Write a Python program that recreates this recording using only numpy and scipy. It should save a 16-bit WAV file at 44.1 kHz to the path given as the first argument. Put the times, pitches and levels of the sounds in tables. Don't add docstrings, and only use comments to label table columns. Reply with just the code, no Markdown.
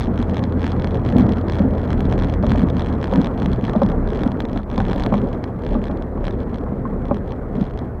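import sys
import numpy as np
from scipy import signal
from scipy.fft import rfft, irfft
from scipy.io import wavfile
from scipy.ndimage import uniform_filter1d

SR = 44100
rng = np.random.default_rng(int(sys.argv[2]) if len(sys.argv) > 2 else 0)


def dump_mix(stems):
    frames = np.atleast_2d(stems).T
    limited = np.clip(frames, -1, 1)
    pcm = np.round(limited * 32767).astype(np.int16)
    wavfile.write(sys.argv[1], SR, pcm)


def elevation(decibels):
    levels = np.asarray(decibels, float)
    return 10 ** (levels / 20)


N = 352800


def evened(x):
    return x / np.sqrt(np.mean(x ** 2) + 1e-20)


def curves(rows):
    start_s, *columns = np.transpose(rows)
    return [np.interp(np.arange(N) / SR, start_s, column) for column in columns]


def drift(hz):
    lowpass = signal.butter(2, hz, fs=SR, output="sos")
    return evened(signal.sosfilt(lowpass, rng.standard_normal(N)))


def add(mix, start_s, sound):
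    part = mix[max(round(start_s * SR), 0):][:len(sound)]
    part += sound[:len(part)]


def shaken(resonances):
    hz = np.fft.rfftfreq(N, 1 / SR)
    ring = 0
    for center_hz, width_hz, level_db in resonances:
        drive = rfft(rng.standard_normal(N))
        ring = ring + elevation(level_db) * drive / (1 + ((hz - center_hz) / width_hz) ** 2)
    return evened(irfft(ring, N))


def struck(modes, seconds, phases, contact_s):
    t = np.arange(round(seconds * SR)) / SR
    ring = 0
    for (hz, level_db, t60_s), phase in zip(modes, phases):
        ring = ring + elevation(level_db - 60 * t / t60_s) * np.sin(2 * np.pi * (hz * t + phase))
    return ring * np.sin(np.pi / 2 * np.minimum(t / (contact_s + 1e-6), 1)) ** 2


# middle_s, length_s, fuselage_rise_db, gear_rise_db
HUMPS = [(0, .2, -1.5, 11.5), (0.19, 0.067, 3.5, 3), (0.866, 0.74, -1, 2), (1.22, .3, 13, 8.5),
         (1.458, 0.3, -5.5, -9), (1.617, .16, 8.5, -19), (2.03, 0.52, 2, 7.5), (2.483, 0.13, 4, 11.5),
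         (2.59, 0.46, 3.5, 2), (2.986, .18, 1, -1), (3.09, 0.29, -3.5, -14), (3.178, 0.16, 12, 2),
         (3.446, 0.098, 3, -2), (3.618, 0.18, -3.5, 2), (3.862, 0.33, 4.5, -5.5), (4.2, .2, 2, 0),
         (4.445, 0.083, 1.5, 0), (4.562, 0.13, 5, 0), (4.641, 0.15, -29, -1), (4.823, 0.14, 4.5, 16),
         (4.995, 0.26, 1, 8), (5.174, .3, 3, 6.5), (5.5, 0.15, -1, -4), (5.749, 0.16, 7.5, -16),
         (6.126, 0.22, -5.5, -17), (6.72, 0.17, 4.5, -1.5), (7.075, 0.39, 3, 4), (7.42, 0.9, -4, -0.5),
         (7.594, 0.22, 11, 3), (8, 0.31, -7, -2)]


def humps():
    t = np.arange(0, N, 64) / SR
    rise_db = 0
    for start_s, length_s, *peak_db in HUMPS:
        arch = np.cos(np.pi * np.clip((t - start_s) / length_s, -.5, .5)) ** 2
        rise_db = rise_db + np.outer(peak_db, arch)
    return [np.interp(np.arange(N) / SR, t, r) for r in rise_db]


# start_s, shake_db
SHAKE = [(0, -0.5), (.9, 0.5), (1.5, 1.5), (2.6, 0.5), (3.9, 0.5), (4.4, -2), (5.0, -.5), (5.5, -2.5),
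         (6.2, -3), (7.0, -3.5), (8, -4)]


def loads(fuselage_db, gear_db):
    shake_db, = curves(SHAKE)
    boom_db = -25.5 + 1.56 * shake_db + fuselage_db
    thud_db = -32 + 0.77 * shake_db + gear_db
    rush_db = -25 + shake_db + 0.27 * fuselage_db
    wing_db = -27.5 + 1.3 * shake_db + 0.05 * fuselage_db + 0.49 * gear_db
    return boom_db, thud_db, rush_db, wing_db


# pitch_hz, density_db_per_hz
RUSH = [(30, -18), (100, -3.5), (240, -9), (420, -6), (600, -12), (900, -20), (1150, -22.5), (2000, -35),
        (2900, -56.5), (4000, -58), (6000, -68.5)]


def rush():
    frames, hz = N // 128 + 8, np.fft.rfftfreq(512, 1 / SR)
    real, imag, patches = rng.standard_normal((frames, len(hz), 3)).T
    patches = uniform_filter1d(patches, size=5, axis=0)
    patches = evened(uniform_filter1d(patches, size=14, axis=1))
    pitch_hz, density_db = np.transpose(RUSH)
    slope_db = np.interp(np.log(hz + 1), np.log(pitch_hz), density_db)[:, None]
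    spectrum = (real + 1j * imag) * elevation(slope_db + 1.88 * patches)
    return evened(signal.istft(spectrum, nperseg=512, noverlap=384)[1][:N])


# center_hz, width_hz, level_db
AIRFRAME = [(184.9, 16.5, 2), (240.2, 43, 0.5), (303, 9.3, -15)]
# center_hz, width_hz, level_db
GEAR = [(36.5, 31, -5), (50.3, 11, -2.5)]
# center_hz, width_hz, level_db
WING = [(117, 26, 0.5)]


def rolling():
    boom_db, thud_db, rush_db, wing_db = loads(*humps())
    jolts = drift(hz=23.7)
    boom = elevation(boom_db + 2.8 * jolts) * shaken(AIRFRAME)
    drum = elevation(wing_db) * shaken(WING)
    thud = elevation(thud_db) * shaken(GEAR)
    return boom + drum + thud + elevation(rush_db + jolts) * rush()


# start_s, rate_hz, hum_db
ENGINE = [(0.0, 84.02, -25), (0.98, 83.37, -25), (2.47, 80.77, -23.5), (3.2, 75.98, -26.5),
          (3.36, 74.4, -34), (3.52, 70.43, -20), (3.62, 73.43, -40), (3.94, 70.38, -26), (4.45, 69.43, -39),
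          (4.79, 69.06, -31.5), (5.57, 69.86, -36), (5.7, 73, -30), (5.9, 73.8, -30), (7.08, 67.94, -34.5),
          (7.69, 71.7, -35), (8.0, 72.6, -32.5)]


def engine():
    hz, hum_db = curves(ENGINE)
    turns = np.cumsum(hz * (1 + 0.014 * drift(hz=18)) / SR)
    idle_hz, half_db_per_hz, wander_db = 73, -0.77, 4.5
    half_db = -2 + half_db_per_hz * (hz - idle_hz) + wander_db * drift(hz=4)
    firing = np.sin(2 * np.pi * turns) + elevation(half_db) * np.sin(np.pi * turns)
    return np.sqrt(2) * elevation(hum_db) * firing


# start_s, pitch_hz, level_db
HOP = [
    (1.4, 48.0, -37),
    (1.472, 46, -25),
    (1.623, 51.47, -34),
    (2.594, 50.56, -24),
    (2.85, 46.4, -45),
]


def tyre():
    hz, level_db = curves(HOP)
    t = np.arange(N) / SR
    fade_s = 0.13
    gate = np.clip(np.minimum(t - HOP[0][0], HOP[-1][0] - t) / fade_s, 0, 1)
    return np.sqrt(2) * gate * elevation(level_db) * np.sin(2 * np.pi * np.cumsum(hz) / SR)


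# start_s, blow_db, panel_hz, fuselage_share_db, brightness_db_per_octave
KNOCKS = [(1.181, -23, 520, -1, -8), (1.6, -12.5, 563, 5, -25), (2.435, -10.5, 603, 5, -8),
          (2.55, -13.5, 633, -8, -9), (3.126, -9.5, 522, -5, -6), (3.753, -10, 618, 3, -13.5),
          (3.818, -4, 540, 1.5, -4.5), (4.261, -21.5, 688, 19, -4), (4.561, -18.5, 657, 11.5, -9),
          (4.778, -16, 526, 6.5, 2), (4.802, -17.5, 778, 3, -3), (5.123, -9, 567, 5, -2),
          (5.139, -11, 543, 0.5, 2.5), (5.751, -16, 612, 12, -0.5), (5.897, -19.5, 576, 7, -2.5),
          (7.111, -8, 572, 3, -3), (1.157, -11, 480, 13, -10), (3.681, -22.5, 910, -19, 0),
          (6.853, -18, 1065, 3.5, -23), (2.172, -19.5, 530, 3, -6), (4.905, -21.5, 550, -1, -5),
          (6.176, -22, 552, 4, 0), (6.664, -27, 1065, 4, -16), (6.719, -21, 560, 7, -7)]
# pitch_factor, level_db, t60_s
PANEL = [(1.009, 1.5, 0.039), (1.39, -2.5, 0.04), (1.94, 0, 0.021), (4.2, -17, 0.0092)]
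# pitch_hz, level_db, t60_s
SHELL = [(205.4, -3, 0.32), (244.8, 7, 0.075)]


def knocks():
    out = np.zeros(N)
    for start_s, blow_db, panel_hz, shell_db, bright_db in KNOCKS:
        modes = [(panel_hz * k, level_db + bright_db * np.log2(k), t60_s) for k, level_db, t60_s in PANEL]
        slap = struck(modes, 0.06, np.zeros(len(modes)), contact_s=0.0016)
        add(out, start_s - 0.0007, elevation(blow_db - 0.5) * slap)
        rebound_s = 0.00534 + 0.0032 * rng.random()
        add(out, start_s + rebound_s, -elevation(blow_db - 6.5) * slap)
        shell = struck(SHELL, 0.18, rng.random(len(SHELL)), contact_s=0.0065)
        add(out, start_s, elevation(blow_db + shell_db - 7.5) * shell)
    return out


# start_s, level_db
SNAPS = [(1.0613, -54), (1.183, -40), (1.5529, -51), (1.8522, -55.5), (2.007, -47), (2.7823, -51),
         (4.258, -56), (4.4035, -50), (4.9563, -50.5), (4.997, -55), (5.0365, -50), (5.0626, -51)]


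def buckle():
    out, t = np.zeros(N), np.arange(600) / SR
    t60_s = 0.004
    for start_s, level_db in SNAPS:
        click = elevation(level_db + 6 - 60 * t / t60_s) * rng.standard_normal(len(t))
        add(out, start_s + 0.001, click)
    return signal.sosfilt(signal.butter(4, 9500, "high", fs=SR, output="sos"), out)


# start_s, tap_db, lead_in_s, tail_s
RATTLES = [(.0088, -26, 0, 0.063), (.2267, -28.5, 0.083, 0.0018), (.3447, -31.5, .058, 0),
           (.3694, -27, 0.0059, 0.02), (.4394, -28.5, 0.0022, .015), (.524, -36.5, .025, 0.029),
           (.6429, -27.5, 0.045, 0.016), (.6666, -27.5, 0, .03), (.7194, -28, 0.024, .015),
           (.845, -26.5, 0.053, .025), (.9453, -31.5, .035, .025), (1.0898, -30.5, 0.038, .025),
           (1.1838, -22.5, 0.019, 0.0029), (1.2093, -29.5, 0, .017), (1.2921, -31, 0.035, 0.012),
           (1.3222, -30.5, 0, .12), (1.5222, -27.5, 0.044, .07), (1.7817, -35.5, 0.15, .1),
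           (1.9307, -29.5, 0.022, 0), (2.0061, -30, 0.016, 0.05), (2.1254, -27, 0.022, 0.0097),
           (2.2229, -27.5, 0.033, 0.025), (2.298, -29.5, 0.025, .022), (2.3389, -29.5, 0, 0),
           (2.467, -29.5, 0.034, 0.046), (2.5189, -23.5, 0.022, 0.0019), (2.5948, -29.5, 0.061, .037),
           (2.7004, -29, 0.0092, 0), (2.7955, -26.5, 0.025, 0.086), (2.927, -32.5, 0.025, .027),
           (3.0426, -27, .025, .036), (3.1372, -28.5, .03, 0.028), (3.2455, -25, .029, 0.025),
                (3.46, -28, .087, 0), (3.5323, -28, .014, .025), (3.6519, -29, 0.043, .03),
                (3.6962, -29.5, 0.032, 0.1), (3.8334, -28, 0.012, 0.086), (4.1037, -33, 0.027, .055),
                (4.2352, -28, 0.1, 0.039), (4.4044, -26, 0, 0.0071), (4.5751, -29, .085, .048),
                (4.8031, -27.5, 0.11, 0.014), (4.898, -29, 0.061, 0.012), (4.932, -28, 0.01, .05),
                (5.037, -24.5, 0.049, 0), (5.0636, -25.5, 0.0055, 0), (5.1412, -29, 0.026, .077),
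                (5.33, -36, .09, 0.048), (5.4408, -29, 0, 0.0074), (5.6655, -33.5, 0.038, 0.096),
                (5.8407, -30.5, 0.0073, 0.07), (6.2814, -30, 0, 0.043), (6.4035, -39.5, 0.035, .027),
                (6.544, -33, 0, .04), (7.0545, -37.5, 0, .037), (7.145, -34.5, 0.0059, 0.029),
                (7.321, -33.5, .044, 0.0014), (7.6118, -33.5, .042, 0.085), (7.7903, -33.5, 0.017, 0.0093)]
# start_s, tap_db
STRAY_TAPS = [(.0406, -33.5), (0.1774, -32.5), (0.2967, -32.5), (0.7982, -36.5), (1.0626, -30),
              (1.4981, -27), (1.555, -31), (1.905, -27.5), (2.4275, -36), (2.8614, -32.5), (3.1588, -25.5),
              (3.3772, -34.5), (3.421, -30), (3.8998, -33.5), (4.3184, -33.5), (4.4529, -31),
              (4.7794, -24.5), (4.9983, -28.5), (5.18, -34.5), (5.2168, -37.5), (5.7437, -38),
              (5.9736, -42), (6.0238, -39), (6.2429, -34.5), (6.2688, -30.5), (7.2784, -41.5),
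              (3.216, -27.5), (6.2533, -32), (7.1693, -38.5), (7.7097, -42.5)]


def taps(count=9):
    bursts = np.array(RATTLES)
    start_s, tap_db, lead_s, tail_s = np.transpose(bursts)[:, :, None]
    beat = np.arange(-count, count + 1)
    slip, spread = rng.standard_normal((2, len(start_s), len(beat)))
    taps_per_beat, jitter_s = 0.99, 0.0012
    rate_hz = taps_per_beat * np.interp(start_s, *np.transpose(ENGINE)[:2])
    away_s = beat / rate_hz + jitter_s * np.sqrt(abs(beat)) * slip
    outside_s = np.maximum(-lead_s - away_s, away_s - tail_s)
    beyond_s = np.maximum(outside_s - 0.2 / rate_hz, 0)
    next_tap_db, odd_tap_db, spread_db = -2, -0.5, 7.5
    sag_db_per_s, stop_db_per_s = 35, 1500
    weaker_db = next_tap_db + odd_tap_db * (beat % 2) - spread_db * abs(spread) ** 1.3
    weaker_db = weaker_db - sag_db_per_s * abs(away_s) - stop_db_per_s * beyond_s
    to_stray_s = abs((start_s + away_s)[..., None] - np.transpose(STRAY_TAPS)[0]).min(-1)
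    weaker_db = weaker_db - 40 * (to_stray_s < 0.006)
    level_db = tap_db + (beat != 0) * weaker_db
    return np.transpose([(start_s + away_s).ravel(), level_db.ravel()])


# pitch_hz, level_db, t60_s
LATCH = [(874, 9.5, 0.006), (1620, 6.5, 0.0041), (2220, -17.5, 0.03), (3344, -1.5, 0.0076),
         (4014, -6, 0.007), (5120, -7, 0.0035), (6050, -21, 0.0098), (8100, -27, 0.0067),
         (9000, -24.5, .003), (12900, -23.5, 0.0016)]


def chatter(out):
    per_s, level_db = 500, -55.5
    busy = evened(uniform_filter1d(np.abs(out), size=6000))
    fuselage_db, _ = humps()
    hits = (rng.random(N) < per_s / SR) * rng.standard_normal(N) ** 2
    hits = hits * (0.31 + busy) * elevation(0.5 * fuselage_db)
    tap = struck(LATCH, 0.012, np.zeros(len(LATCH)), contact_s=0.0003)
    return elevation(level_db) * signal.oaconvolve(hits, tap)[:N]


def canopy(out):
    t = np.arange(2500) / SR
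    t60_s = 0.017
    tail = rng.standard_normal(len(t)) * elevation(-60 * t / t60_s) * (t > 0.001)
    return elevation(-22) * signal.oaconvolve(out, tail / np.linalg.norm(tail))[:N]


def ticks():
    out = np.zeros(N)
    for start_s, tap_db in np.concatenate([taps(), STRAY_TAPS]):
        if tap_db < -65 or start_s < 0:
            continue
        tune, weight, phase = rng.standard_normal((3, len(LATCH)))
        modes = [(hz * (1 + 0.025 * a), level_db + 0.5 * w, t60_s)
                 for (hz, level_db, t60_s), a, w in zip(LATCH, tune, weight)]
        contact_s = 0.00034 * elevation(-0.3 * (tap_db + 30.5) + 2 * phase[1])
        tap = np.sign(phase[0]) * struck(modes, 0.012, 0.14 * phase, contact_s)
        add(out, start_s - 0.0004, elevation(tap_db + 4.5) * tap)
    out += chatter(out)
    return out + canopy(out)


def scene():
    return (rolling() + engine() + tyre() + knocks() + buckle() + ticks())[None]


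def top_cut(x):
    return signal.sosfilt(signal.butter(12, 15830, fs=SR, output="sos"), x)


def record(dry):
    thin = signal.sosfilt(signal.butter(3, 27, "high", fs=SR, output="sos"), dry)
    soft = np.tanh(thin)
    hiss = signal.lfilter([1, 0.15], 1, rng.standard_normal(dry.shape))
    return top_cut(soft + elevation(-75.5) * hiss)


dry = scene()
out = record(dry)
dump_mix(out)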